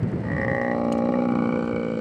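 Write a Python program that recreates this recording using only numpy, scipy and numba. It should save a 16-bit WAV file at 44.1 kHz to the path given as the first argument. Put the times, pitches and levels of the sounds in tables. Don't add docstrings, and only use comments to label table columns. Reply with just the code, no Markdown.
import sys
import numpy as np
from scipy import signal
from scipy.fft import rfft, irfft
from scipy.io import wavfile
from scipy.ndimage import uniform_filter1d
from numba import njit

SR = 44100
rng = np.random.default_rng(int(sys.argv[2]) if len(sys.argv) > 2 else 0)


def to_wav(sig):
    pcm = np.clip(np.atleast_2d(sig), -1, 1) * 32767
    pcm = np.round(pcm).astype(np.int16)
    wavfile.write(sys.argv[1], SR, pcm.T)


N = 88552
TIME = np.arange(N) / SR
FIRST_SNAP_S, FADE_S = .2354, 1.365


def from_db(db):
    return 10 ** (np.asarray(db) / 20)


def since(s):
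    return np.maximum(TIME - s, 0)


def in_time(rows):
    s, *columns = np.transpose(rows)
    return [np.interp(TIME, s, c) for c in columns]


def butter(x, hz, kind, order):
    return signal.sosfilt(signal.butter(order, hz, kind, fs=SR, output="sos"), x)


def wander(rate_hz):
    slow = butter(rng.standard_normal(N), rate_hz, "low", order=2)
    return slow / np.std(slow)


def flutter(rate_hz, depth_db):
    return from_db(depth_db * wander(rate_hz))


def noise(spectrum):
    hz, db = np.transpose(spectrum)
    grid = np.maximum(np.fft.rfftfreq(N, 1 / SR), 1)
    gain = from_db(np.interp(np.log(grid), np.log(hz), db))
    x = irfft(rfft(rng.standard_normal(N)) * gain, N)
    return x / np.std(x)


@njit
def two_pole(x, angle, r):
    y = np.zeros(len(x))
    for i in range(2, len(x)):
        drive = (1 - r * r) / 2 * (x[i] - x[i - 2])
        y[i] = drive + 2 * r * np.cos(angle[i]) * y[i - 1] - r * r * y[i - 2] + 1e-18
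    return y


def resonance(x, hz, width_hz, order=1):
    for _ in range(order):
        x = two_pole(x, 2 * np.pi * hz / SR * np.ones(N), np.exp(-np.pi * width_hz / SR))
    return x


# f/Hz, relative density/dB
BUSH_SPECTRUM = [(600, -15.5), (2800, 7.5), (3600, -0.5), (4300, 2), (5200, -2.5), (6600, -10),
                 (7700, -6.5), (9300, -9.5), (9900, -21.5), (11000, -18), (12500, -31), (15500, -27.5)]

def bush(level_db=-61.5):
    return from_db(level_db) * flutter(60, depth_db=2.0) * noise(BUSH_SPECTRUM)


# f/Hz, relative density/dB
WIND_SPECTRUM = [(15, -39.5), (35, -28.5), (65, -4), (125, 3.5), (240, -0.5), (380, -10.5), (550, -11),
                 (750, -21), (1100, -27.5), (2000, -28.5), (3000, -46.5), (4000, -68.5), (15000, -110)]

def wind(gust_db=-27, breeze_db=-36, gust_end_s=.48, fall_s=.11, slacken_db_per_s=1):
    elapsed = since(gust_end_s)
    gust = np.exp(-elapsed / fall_s)
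    lumps = flutter(35, depth_db=1.0) * flutter(6, depth_db=1.5) ** (1 - gust)
    level_db = breeze_db + gust * (gust_db - breeze_db) - slacken_db_per_s * elapsed
    return from_db(level_db) * lumps * noise(WIND_SPECTRUM)


# t/s, peak level/dB, f/Hz, half-length/s
EDDIES = [(0.032, -20, 118, 0.013), (0.041, -28, 373, 0.012), (0.086, -23, 198.9, 0.026),
          (0.144, -28.5, 340, 0.021), (0.165, -24, 125.3, 0.018), (0.261, -24.5, 141.3, 0.011),
          (0.296, -27.5, 109.7, 0.01), (0.333, -20.5, 155, 0.008), (0.399, -28.5, 110.3, 0.012),
          (0.431, -20.5, 200.5, 0.0054), (0.474, -30, 120, 0.023), (1.386, -31.5, 182, .028),
          (1.538, -27.5, 147.5, 0.024)]

def eddies(wobble_rad=1.0):
    out = np.zeros(N)
    for s, db, hz, half_s in EDDIES:
        envelope = from_db(db) * np.exp(-((TIME - s) / half_s) ** 2)
        out += envelope * np.sin(2 * np.pi * (hz * TIME + rng.random()) + wobble_rad * wander(50))
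    return out


# t/s, peak level/dB, spectral tilt/(dB per octave)
CLICK_EVENTS = [(.031, -41, -26), (0.0843, -47.5, -1), (.117, -48.5, -1), (0.9232, -25, -1),
                (0.9278, -31, -3), (0.9813, -39.5, -1), (1.6545, -44, -3)]
# f/Hz, bandwidth/Hz, relative level/dB
CLICK_RESONANCES = [(1950, 500, -10), (2960, 450, 22), (4210, 510, 20.5), (6470, 2600, 17.5),
                    (8470, 160, 10), (12700, 2800, 4)]

def clicks(decay_s=.0016, tail_db=-29, tail_s=.034):
    out = np.zeros(N)
    for s, peak_db, tilt in CLICK_EVENTS:
        envelope = np.exp(-since(s) / decay_s) + from_db(tail_db) * np.exp(-since(s) / tail_s) + 1e-9
        crack = (TIME >= s) * envelope * rng.standard_normal(N)
        ring = sum(from_db(db + tilt * np.log2(hz / 5000)) * resonance(crack, hz, width)
                   for hz, width, db in CLICK_RESONANCES)
        ring = butter(ring, 8800, "low", order=2)
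        out += from_db(peak_db) * ring / np.abs(ring).max()
    return out


# t/s, f/Hz
SNAP_RATE = [(0.23, 60.22), (0.33, 62.45), (0.43, 59.65), (0.62, 60.31), (0.97, 57.79), (1.17, 61.32),
             (1.46, 58.15), (1.55, 60.0), (1.63, 58.03), (1.75, 58.6), (2.01, 55.41)]
# t/s, relative turbulence
HOARSENESS = [(.2, .6), (.5, .5), (.93, .6), (1.12, 1.7), (1.55, 1.6), (1.66, 1.2), (2.01, 1.2)]
# t/s, lead of the hard one/cycles, accent (0-1)
ALTERNATION = [(.25, 0, .3), (.55, .009, .7), (.95, .007, .6), (1.1, -.009, 1), (1.2, -.003, .6),
               (1.28, -.014, 1), (1.58, -.016, .6), (1.65, 0, .2), (1.73, .007, .4), (1.9, 0, .3)]
# t/s, extra force/accents
FOLD_CATCHES = [(.35, -.8), (.366, .6), (.465, -1), (.482, 1.2), (.616, .9), (.715, 1), (1.04, -.7),
                (1.11, -.7), (1.14, 1.5), (1.272, -2.2), (1.39, .8), (1.526, .8), (1.66, -1.3),
                (1.677, 1.2), (1.762, 1.3), (1.85, 1.8)]

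def fold_closures(jitter_cycles=.004, shimmer=.2):
    cycles = np.cumsum(in_time(SNAP_RATE)[0]) / SR
    cycles -= np.interp(FIRST_SNAP_S, TIME, cycles)
    k = np.arange(int(cycles[-1]) + 1)
    hard = -(-1.) ** k
    hoarse, early, accent = (np.interp(k, cycles, c) for c in in_time(HOARSENESS) + in_time(ALTERNATION))
    lead = hard * early + hoarse * rng.normal(0, jitter_cycles, len(k))
    at = np.minimum(np.searchsorted(cycles, k - lead), N - 1)
    force = hard * accent + hoarse * rng.normal(0, shimmer, len(k))
    for s, extra in FOLD_CATCHES:
        force[np.argmin(np.abs(at / SR - s))] += extra
    return at, force


def snaps(at, force, accent_db, rough, puff_s, open_s=.003):
    hoarse, = in_time(HOARSENESS)
    pulses = np.zeros(N)
    pulses[at] = -from_db(accent_db * (force + hoarse[at] * rng.normal(0, .2, len(at))))
    openings = np.roll(pulses, -int(open_s * SR))
    r = np.exp(-1 / (puff_s * SR))
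    decays = signal.lfilter([np.sqrt(1 - r * r)], [1, -r], openings)
    puffs = butter(decays, 400, "low", order=1)
    return pulses + rough * hoarse * puffs * rng.standard_normal(N)


def opening(x, open_s=.0025, share=.53):
    hump = np.hanning(int(SR * open_s))
    return x - share * np.convolve(x, hump / hump.sum())[len(hump) - 1:]


# t/s, shortness (0 long, 1 short)
THROAT_SHORTNESS = [(.25, 0.63), (.5, 0.34), (.75, 0.029), (1.1, 0.3), (1.35, 0.66), (1.6, 0.97), (2.01, 1)]

def tract(x, modes, sag=0.0, order=1, settle_s=.064, waver=.003):
    short = np.clip(in_time(THROAT_SHORTNESS)[0], 0, 1.1)
    tuning = 1 + sag * np.exp(-since(FIRST_SNAP_S) / settle_s)
    tuning += waver * in_time(HOARSENESS)[0] * wander(16)
    out = np.zeros(N)
    for long_hz, short_hz, width, long_db, short_db in modes:
        hz = tuning * (long_hz + short * (short_hz - long_hz))
        out += from_db(long_db + short * (short_db - long_db)) * resonance(x, hz, width, order)
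    return out


def at_level(x, db):
    power = uniform_filter1d(uniform_filter1d(x * x, size=2960), size=1480)
    return from_db(db) * x / np.sqrt(np.maximum(power, 0) + 1e-3 * np.mean(x * x))


def register(x, band_hz, db, order):
    band = signal.butter(order, band_hz, "band", fs=SR, output="sos")
    return at_level(signal.sosfiltfilt(band, x), db)


def swell(held_db, rise_db, attack_s, fade_db_per_s):
    rise = rise_db * np.exp(-since(FIRST_SNAP_S) / attack_s)
    return held_db - rise - fade_db_per_s * since(FADE_S)


# f long/Hz, f short/Hz, bandwidth/Hz, relative level long/dB, relative level short/dB
RASP_FORMANTS = [(2750, 2990, 290, -0.5, 3.5), (4050, 3950, 280, 1.5, -4), (4210, 4450, 260, -8, -0.5),
                 (5160, 5250, 460, -8.5, -17), (5620, 5720, 240, -7.5, -9.5),
                 (7900, 7750, 1200, -24, -10.5)]

def rasp(puffs):
    db = swell(held_db=-55.5, rise_db=10.5, attack_s=.6, fade_db_per_s=-1)
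    return register(tract(puffs, RASP_FORMANTS, order=2), [2200, 8040], db, order=4)


LOW_NASAL_FORMANTS = [(1700, 8300, 130, -26, -36), (1927, 1840, 67.4, 7.5, -11),
                      (2082, 1800, 31, -8.5, 5.5)]
HIGH_NASAL_FORMANTS = [(2283, 2272, 67, 10, 26)]
EDGE_FORMANTS = [(2780, 3400, 700, 2.5, -0.5), (5190, 5230, 300, -3.5, 13.5), (5850, 5730, 330, 4, -8),
                 (6360, 5800, 360, -3.5, -5), (7900, 7600, 870, -5.5, -6)]
# t/s, level before trim/dB
LOW_NASAL_ENVELOPE = [(0.2, -60.5), (0.3, -36), (.33, -33.5), (.352, -39), (.367, -33), (0.446, -28),
                      (0.466, -41.5), (0.486, -29), (0.728, -33.5), (0.742, -43), (0.8, -53.5),
                      (1.1, -52.5), (1.114, -67), (1.144, -40), (1.17, -61.5), (2.0, -69.5)]
HIGH_NASAL_ENVELOPE = [(0.2, -74), (0.406, -53.5), (0.5, -60.5), (1.134, -57), (1.196, -50), (1.266, -54.5),
                       (1.572, -46.5), (1.588, -56), (1.704, -57), (1.724, -46.5), (2.008, -57)]

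def twang(nasal, bite, crackle, low_trim_db=-.2, high_trim_db=4.5, edge_below_db=30.5):
    low_db = in_time(LOW_NASAL_ENVELOPE)[0] + low_trim_db
    high_db = in_time(HIGH_NASAL_ENVELOPE)[0] + high_trim_db
    low = tract(butter(nasal, [1480, 2150], "band", order=2), LOW_NASAL_FORMANTS)
    high = butter(tract(bite, HIGH_NASAL_FORMANTS), [2120, 2460], "band", order=2)
    edge = tract(crackle, EDGE_FORMANTS, order=2)
    return (register(low, [1200, 2165], low_db, order=4)
            + at_level(high, high_db)
            + register(edge, [1700, 8300], low_db - edge_below_db, order=2))


MOUTH_FORMANTS = [(725, 764, 49, 12, -20.5), (812.6, 827, 25, 20.5, 6), (984, 980, 140, -10, -5.5),
                  (1089, 1149, 77, 9, 1)]
PALATE_FORMANTS = [(1238, 1363, 96, 1, -2.5), (1303, 1486, 74, -14, 3.5)]
MUZZLE_FORMANTS = [(1650, 1700, 260, -0.5, -13.5), (2053, 2000, 96, 3, -9), (2420, 2402, 81, -2, 5.5)]
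# t/s, level/dB
MOUTH_ENVELOPE = [(.22, -47), (.34, -40), (.55, -33.5), (.7, -32), (.97, -34), (1.38, -34), (1.63, -39),
                  (2.01, -47.5)]
PALATE_ENVELOPE = [(.7, -64), (.745, -45), (1.1, -45.5), (1.4, -40.5), (1.7, -42), (2.01, -47.5)]

def mouth(oral, bite):
    ring = tract(butter(oral, 1500, "low", order=3), MOUTH_FORMANTS, sag=.077)
    palate = tract(butter(oral, [1100, 1620], "band", order=2), PALATE_FORMANTS)
    muzzle = tract(bite, MUZZLE_FORMANTS)
    muzzle_db = swell(held_db=-47.5, rise_db=12.5, attack_s=.87, fade_db_per_s=8)
    return (register(ring, [590, 1275], in_time(MOUTH_ENVELOPE)[0], order=7)
            + register(palate, [820, 1560], in_time(PALATE_ENVELOPE)[0], order=6)
            + register(muzzle, [1520, 2560], muzzle_db, order=4))


DRONE_FORMANTS = [(143, 50, 73, -27, -20), (243.8, 225.5, 41.2, 10, 10), (287, 150, 310, -18.5, -8)]
THROAT_FORMANTS = [(433, 388, 180, -4.5, -10.5), (565, 489.5, 36.5, 9, 1.5)]
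# t/s, level before trim/dB
THROAT_ENVELOPE = [(.22, -47.5), (.36, -37), (.42, -31), (.52, -28), (.85, -28.5), (1.228, -27),
                   (1.275, -34), (1.53, -31.5), (1.578, -26), (1.64, -34), (1.74, -29), (2.01, -31)]

def throat(chest, flow, trim_db=.55):
    drone = tract(opening(chest), DRONE_FORMANTS)
    drone_db = swell(held_db=-21, rise_db=30.5, attack_s=.274, fade_db_per_s=15)
    ring = tract(opening(flow), THROAT_FORMANTS, sag=.23)
    ring_db = in_time(THROAT_ENVELOPE)[0] + trim_db
    return register(drone, [140, 453], drone_db, order=2) + register(ring, [270, 625], ring_db, order=4)


def buffalo():
    at, force = fold_closures()
    chest = snaps(at, force, accent_db=.3, rough=.1, puff_s=.012)
    flow = snaps(at, force, accent_db=.6, rough=.15, puff_s=.012)
    oral = snaps(at, force, accent_db=1.9, rough=.2, puff_s=.007)
    nasal = snaps(at, force, accent_db=1.6, rough=.2, puff_s=.005)
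    bite = snaps(at, force, accent_db=3.2, rough=.25, puff_s=.005, open_s=0)
    crackle = snaps(at, force, accent_db=3.8, rough=4.0, puff_s=.0018, open_s=.002)
    puffs = snaps(at, force, accent_db=3.2, rough=2.5, puff_s=.005, open_s=.004)
    return throat(chest, flow) + mouth(oral, bite) + twang(nasal, bite, crackle) + rasp(puffs)


def scatter(x, wet_db=-18.5, decay_s=.016):
    age = TIME[:int(SR * .12)]
    echoes = rng.standard_normal(len(age)) * np.exp(-age / decay_s) * (age > .003)
    return x + from_db(wet_db) * signal.fftconvolve(x, echoes / np.linalg.norm(echoes))[:N]


def scene():
    return (bush() + scatter(buffalo() + clicks()) + wind() + eddies())[None]


def record(dry, bass_hz=63, stopband_hz=16500):
    top_cut = signal.cheby2(12, 70, stopband_hz, fs=SR, output="sos")
    return signal.sosfilt(top_cut, butter(dry, bass_hz, "high", order=2))


dry = scene()
out = record(dry)
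to_wav(out)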